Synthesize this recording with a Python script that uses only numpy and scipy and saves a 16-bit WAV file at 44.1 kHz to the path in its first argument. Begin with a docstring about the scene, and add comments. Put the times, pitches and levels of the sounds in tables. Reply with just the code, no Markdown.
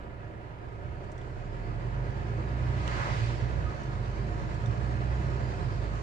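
"""Lorry cab on a wet road

Two microphones inside the cab as the lorry pulls away from idle and shifts up three times. The firings
of the six-cylinder diesel hum through the cab's boom; tyres and engine roar, the turbo whistles faintly.
Outside, an oncoming car swishes past trailing spray; close to the right microphone, small things tick."""
import sys
import numpy as np
from scipy import signal
from scipy.io import wavfile
from scipy.ndimage import uniform_filter1d

SR = 44100
rng = np.random.default_rng(int(sys.argv[2]) if len(sys.argv) > 2 else 0)


def store_wav(level_fs):
    """Save 16-bit WAV to argv[1]."""
    pcm = np.round(np.clip(np.atleast_2d(level_fs), -1, 1) * 32767)
    wavfile.write(sys.argv[1], SR, pcm.T.astype(np.int16))


N = 265482
T = np.arange(N) / SR


def gain_of(db):
    """Decibels to an amplitude factor."""
    return 10 ** (np.asarray(db) / 20)


def unit_rms(x):
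    """Scales to rms 1."""
    return x / np.sqrt(np.mean(x ** 2) + 1e-20)


def at_hz(rows, hz, column=1):
    """One column of a frequency table, read on a log-frequency axis."""
    table = np.transpose(rows)
    return np.interp(np.log(hz + 1), np.log(table[0] + 1), table[column])


def over_time(rows):
    """A time table's value at every sample."""
    return np.interp(T, *np.transpose(rows))


def wander(rate_hz):
    """Random drift of rms about 1."""
    t = T[::256]
    drift = sum(np.sin(2 * np.pi * (hz * t + rng.random())) for hz in rate_hz * np.geomspace(.1, 1, 16))
    return np.interp(T, t, unit_rms(drift))


def panned(x, pan_db):
    """Spreads a sound over the two microphones; pan_db is left minus right."""
    return x * gain_of([[pan_db / 2], [-pan_db / 2]])


# Resonances of the panels and air around the microphones: (frequency [Hz], width [Hz], lift [dB])
CAB_MODES = [(120.7, 15, 2.5), (211, 25, 7), (320.5, 42, 7.5), (391.4, 33.5, 7), (559, 30, 6),
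             (599.2, 16, 8), (709, 35, 8.5), (949, 111, 6.5), (1259.5, 41, 10), (1402, 66, 5),
             (1670, 79, 3.5), (2026, 15, 5.5), (2530, 60, 3.5), (2990, 46, 5.5), (4500, 860, 2.5)]
def panels_db(hz):
    """The cab's resonances colour every noise from outside."""
    return sum(db / (1 + (2 * (hz - mode_hz) / width) ** 2) for mode_hz, width, db in CAB_MODES)


# The microphone pair in the cab: (frequency [Hz], likeness [0-1], left lead [rad], left minus right [dB])
MIC_PAIR = [(61.3, 1, -1.5, -29), (180, 1, 0.6, -8.5), (330, 0.9, -0.54, -1.5), (587, 0.64, 1.42, -1.5),
            (1022, 0.16, 2.5, -3.5), (1305, 1, 3.5, -3.5), (1490, 0.64, 3.5, -3), (2500, 0.19, 6, -2.5),
            (3170, 0.076, 9.5, -4.5), (4860, 0.097, 13.5, -4.5), (6360, 0.083, 16.5, 2),
            (9050, 0.097, 6, -1)]
def cab_noise(spectrum, patchy_db, size):
    """Cab-coloured noise with drifting patches at the two microphones; their mean has rms 1."""
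    frames, hz = 4 * N // size + 5, np.fft.rfftfreq(size, 1 / SR)
    a, b, c, d, patches = rng.standard_normal((frames, len(hz), 5)).T
    patches = unit_rms(uniform_filter1d(uniform_filter1d(patches, size=12, axis=0), size=10, axis=1))
    likeness, lead, pan_db = (at_hz(MIC_PAIR, hz, column)[:, None] for column in (1, 2, 3))
    right, unrelated = a + 1j * b, c + 1j * d
    left = (likeness * right + np.sqrt(1 - likeness ** 2) * unrelated) * np.exp(1j * lead)
    lean = gain_of(pan_db / 2)
    colour_db = (at_hz(spectrum, hz) + panels_db(hz))[:, None] + patchy_db * patches
    spectra = np.array([left * lean, right / lean]) * gain_of(colour_db)
    out = signal.istft(spectra, nperseg=size, noverlap=size - size // 4)[1][:, :N]
    return out / np.sqrt(np.mean(out.mean(0) ** 2))


# The cab's background at the microphones: (frequency [Hz], relative density [dB])
FLOOR_SPECTRUM = [(10, 21), (40, 13.5), (100, 3), (6000, -10.5), (13400, -17)]
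def background():
    """Steady deep rumble and faint hiss."""
    return gain_of(-64.5) * cab_noise(FLOOR_SPECTRUM, patchy_db=.5, size=4096)


# Turning points of the turbo's whistle, faint from inside the cab: (time [s], pitch [Hz])
TURBO_PITCH = [(2.2, 4535), (2.82, 5720), (3.2, 5430), (3.45, 5803), (3.72, 5924), (4.12, 5217),
               (4.55, 5769), (5.0, 6686), (5.42, 7195), (5.8, 6880)]
def turbo():
    """A thin, unsteady whistle that rises as the turbo spools up and fades as it runs down."""
    glide_hz = uniform_filter1d(over_time(TURBO_PITCH), size=4000)
    hz = glide_hz + 28 * wander(120)
    fall_khz_per_s = np.maximum(-np.gradient(glide_hz) * SR / 1000, 0)
    level_db = -76.5 - 3 * fall_khz_per_s + 3.5 * wander(25)
    gate = np.clip((T - TURBO_PITCH[0][0]) / 0.55, 0, 1) ** 2 * (T < TURBO_PITCH[-1][0])
    whistle = np.sin(2 * np.pi * np.cumsum(hz) / SR)
    return panned(gain_of(level_db) * gate * whistle, pan_db=-4)


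TICK_SAMPLES = 8000
def ring(hz, t60_s, rise_s):
    """One dying mode with a soft start."""
    t = T[:TICK_SAMPLES]
    return np.sin(2 * np.pi * hz * t) * gain_of(-60 * t / t60_s) * (1 - np.exp(-t / rise_s))


def bursts(band_hz, order, decay_s):
    """A dying burst of band noise for each tick."""
    white = rng.standard_normal((len(LOOSE_TICKS), TICK_SAMPLES))
    band = signal.sosfilt(signal.butter(order, band_hz, "bandpass", fs=SR, output="sos"), white)
    return unit_rms(band) * np.exp(-(T[:TICK_SAMPLES] / decay_s) ** 2)


# A loose part close to the right microphone; the last three levels are relative to its high ring:
# (time [s], level [dB], left minus right [dB], low ring [Hz], low ring [dB], snap [dB], rattle [dB])
LOOSE_TICKS = [(1.039, -64.5, -5, 3400, -8, -20, -8), (1.117, -52.5, -11, 3400, -12, -14, -13.5),
               (1.179, -52, -11, 3400, 2, -17, -18), (1.2139, -62, -7, 3400, 16, -10, -15),
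               (2.878, -42.5, -21, 2900, 10, -2, -28), (3.834, -50, -6, 3400, -8, -12, -17.5),
               (4.542, -57, -21, 3400, -21, -21, -15.5), (4.6596, -50.5, -24.5, 3600, 4.5, -17, -21)]
def small_things():
    """Ticks of one loose part, each two short rings, a dry snap and a brief rattle; and one clink."""
    out = np.zeros((2, N + TICK_SAMPLES))
    snaps = bursts(band_hz=(2200, 6200), order=2, decay_s=.0018)
    rattles = bursts(band_hz=(5300, 8600), order=3, decay_s=.013)
    for row, snap, rattle in zip(LOOSE_TICKS, snaps, rattles):
        start_s, db, pan_db, low_hz, low_db, snap_db, rattle_db = row
        tick = ring(hz=5800, t60_s=.013, rise_s=.00099)
        tick += gain_of(low_db) * ring(low_hz, t60_s=.009, rise_s=.00053)
        tick += gain_of(snap_db) * snap + gain_of(rattle_db) * rattle
        out[:, round(start_s * SR):][:, :TICK_SAMPLES] += panned(gain_of(db) * tick, pan_db)
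    clink = gain_of(-38.5) * ring(hz=1249, t60_s=.18, rise_s=.003)
    out[:, round(3.664 * SR):][:, :TICK_SAMPLES] += panned(clink, pan_db=1)
    return out[:, :N]


# Tyres and spray of a car in the opposite lane, each: (frequency [Hz], relative density [dB])
CAR_TYRES = [(200, -40), (400, -10), (800, -5), (1100, -3.5), (2000, -7.5), (2800, -17.5), (4000, -49)]
CAR_SPRAY = [(900, -31), (2000, -0.5), (3700, -7.5), (4800, -9.5), (7000, -14), (9200, -26), (12500, -52)]
def oncoming_car():
    """Tyre swish falls off with distance; a longer, brighter cloud of spray trails the car."""
    nearest_s, distance_over_speed_s = 3.02, 0.17
    spray_lag_s, spray_width_s = 0.066, 0.23
    tyre_gain = gain_of(-39.5) / (1 + ((T - nearest_s) / distance_over_speed_s) ** 2) ** 1.12
    spray_gain = gain_of(-49) / (1 + ((T - nearest_s - spray_lag_s) / spray_width_s) ** 4) ** 0.56
    tyres = tyre_gain * cab_noise(CAR_TYRES, patchy_db=.8, size=1024)
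    return tyres + spray_gain * cab_noise(CAR_SPRAY, patchy_db=.8, size=1024)


# The driver's gear changes: (time [s], effort during the lift [dB], lasting change of effort [dB])
GEAR_CHANGES = [(2.96, -2, -0.5), (3.79, -8.5, -0.2), (5.58, -2, 0)]
PULL_AWAY_S = 0.55
def effort_db():
    """Effort rises from idle as the lorry pulls away and dips in a short lift at each gear change."""
    idle_db, rise_s, lift_width_s = -6.5, 2.1, 0.081
    pull = np.clip((T - PULL_AWAY_S) / rise_s, 0, 1)
    shifts = sum(lift_db * np.exp(-((T - shift_s) / lift_width_s) ** 2) + after_db * (T > shift_s)
                 for shift_s, lift_db, after_db in GEAR_CHANGES)
    return idle_db * (1 - pull) + uniform_filter1d(shifts, size=800)


def speed_octaves():
    """Engine speed in octaves from the top of a gear, 62 firings a second."""
    return np.log2(over_time(FIRING_RATE) / 62)


def clutch_db():
    """The cab shudders briefly as the clutch bites."""
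    bite_s, width_s = 0.886, 0.098
    return 7 * np.exp(-((T - bite_s) / width_s) ** 2)


def boom_db():
    """The boom follows engine speed, effort and the clutch's shudder."""
    return -34 + 11 * speed_octaves() + 0.43 * effort_db() + clutch_db()


def roar_db():
    """The roar follows the engine a little late; the tyres add to it as the lorry gathers speed."""
    lag_s, tyre_db_per_s = 0.04, 0.1275
    level_db = -42 + 5.5 * speed_octaves() + 0.033 * effort_db() + tyre_db_per_s * T + 0.17 * clutch_db()
    return np.interp(T - lag_s, T, level_db)


def hiss_db():
    """Wet-tyre hiss grows with time spent rolling and with engine speed."""
    creep_s = 0.35
    rolling_s = np.maximum(T - PULL_AWAY_S, 0) + creep_s
    return -63 + 3.5 * np.log2(rolling_s) + 1.5 * speed_octaves()


# Cab boom, engine and tyre roar, and wet-tyre hiss from inside: (frequency [Hz], relative density [dB])
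BOOM_SPECTRUM = [(12, -43.5), (45, -6.5), (70, -0.5), (95, 4.5), (125, 7.5), (150, -7.5), (200, -16.5),
                 (400, -14), (600, -59)]
ROAR_SPECTRUM = [(90, -43), (150, -5), (200, -14), (270, -15), (450, -12.5), (800, -17), (1150, -22.5),
                 (1700, -19.5), (2500, -28), (3800, -40), (5500, -61)]
HISS_SPECTRUM = [(600, -26.5), (1100, -0.5), (1700, -10), (2500, -12.5), (3300, -16), (4700, -16),
                 (6100, -19.5), (7100, -20.5), (9200, -32), (11000, -62)]
def driving_noise():
    """Road shocks drum in the cab's boom; roar and hiss throb with each engine cycle of six firings."""
    cycle = firing_phase() / 6
    throb_db = .8 * np.sin(cycle) + .5 * np.sin(2 * cycle) + .6 * np.sin(6 * cycle)
    boom = gain_of(boom_db() - 3) * cab_noise(BOOM_SPECTRUM, patchy_db=2, size=4096)
    roar = gain_of(roar_db() + throb_db) * cab_noise(ROAR_SPECTRUM, patchy_db=0.67, size=2048)
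    hiss = gain_of(hiss_db() + throb_db) * cab_noise(HISS_SPECTRUM, patchy_db=2, size=2048)
    return boom + roar + hiss


# The diesel from idle up through the gears: (time [s], firing rate [Hz])
FIRING_RATE = [(0.0, 30.32), (0.74, 28.46), (1.04, 33.96), (1.34, 33.87), (1.56, 41.29), (2.41, 59.24),
               (2.7, 63.14), (2.87, 62.25), (3.0, 50.7), (3.2, 56.5), (3.44, 61.02), (3.66, 59.9),
               (3.92, 49.32), (4.04, 48.83), (4.29, 54.37), (4.49, 53.34), (4.84, 60.82), (5.45, 62.86),
               (5.72, 50.85), (6.02, 53.72)]
def firing_phase():
    """Advances one full turn each time a cylinder fires."""
    return 2 * np.pi * np.cumsum(over_time(FIRING_RATE)) / SR


def diesel_knock():
    """High multiples of the firing rate stand out where they cross a panel's resonance."""
    coarse = slice(0, N, 256)
    hz, phase = over_time(FIRING_RATE)[coarse], firing_phase()
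    out = np.zeros((2, N))
    for k in range(5, 48):
        level_db = at_hz(ROAR_SPECTRUM, k * hz) + 1.15 * panels_db(k * hz) + 3 * wander(6)[coarse]
        mic_phases = 2 * np.pi * rng.random((2, 1))
        out += np.interp(T, T[coarse], gain_of(level_db)) * np.sin(k * phase + mic_phases)
    return panned(gain_of(roar_db() - 8) * out, pan_db=-4.5)


# How loud an engine tone is inside the cab at full effort: (frequency [Hz], level [dB])
CAB_RESPONSE = [(28, -53), (36, -40), (50, -35), (54.5, -37.5), (57.5, -38), (62, -33.5), (75, -45.5),
                (100, -40), (108, -40.5), (115, -31), (121, -37.5), (126, -34.5), (150, -41.5),
                (170, -39.5), (250, -43.5)]
# The firing tone and its 2nd to 4th multiples: (level offset [dB], share of effort [dB/dB])
FIRING_HARMONICS = [(0, 0.78), (0.9, 2.34), (-11.5, .6), (-13, 0.39)]
# Orders from uneven cylinders: (frequency [sixths of the firing rate]) and (level before the boom [dB])
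UNEVEN_SIXTHS = [9, 10, 14, 15, 21]
UNEVEN_DB = [-13, -17.5, -15.5, -7.5, -10]
def diesel_hum():
    """The firings make four nearly clean tones; weaker orders from uneven cylinders swell in the boom."""
    hz, phase = over_time(FIRING_RATE), firing_phase()
    levels_db = [db + at_hz(CAB_RESPONSE, k * hz) + share * effort_db()
                 for k, (db, share) in enumerate(FIRING_HARMONICS, 1)]
    out = gain_of(levels_db[0] + 1.6 * wander(12)) * np.sin(phase)
    for k, level_db in enumerate(levels_db[1:], 2):
        out += gain_of(level_db + 1.5 * wander(14)) * np.sin(k * phase + .25 * wander(9))
    for k, db in zip(np.divide(UNEVEN_SIXTHS, 6), UNEVEN_DB):
        level_db = db + at_hz(BOOM_SPECTRUM, k * hz) + boom_db() + 2.6 * wander(7)
        out += gain_of(level_db) * np.sin(k * phase + 2 * np.pi * rng.random() + 0.44 * wander(8))
    return panned(np.sqrt(2) * out, pan_db=-4)


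def scene():
    """Everything that reaches the two microphones in the cab."""
    floor = background()
    lorry = diesel_hum() + diesel_knock() + driving_noise()
    return floor + lorry + oncoming_car() + turbo() + small_things()


def record(dry):
    """The microphones' treble steps down at a shelf and ends at the band limit."""
    shelf_hz, shelf_db, limit_hz = 9356, -2.5, 13400
    low, full = (signal.firwin(511, hz, window=("kaiser", 9), fs=SR) for hz in (shelf_hz, limit_hz))
    response = low + gain_of(shelf_db) * (full - low)
    return signal.oaconvolve(dry, response[None], "same")


dry = scene()
out = record(dry)
store_wav(out)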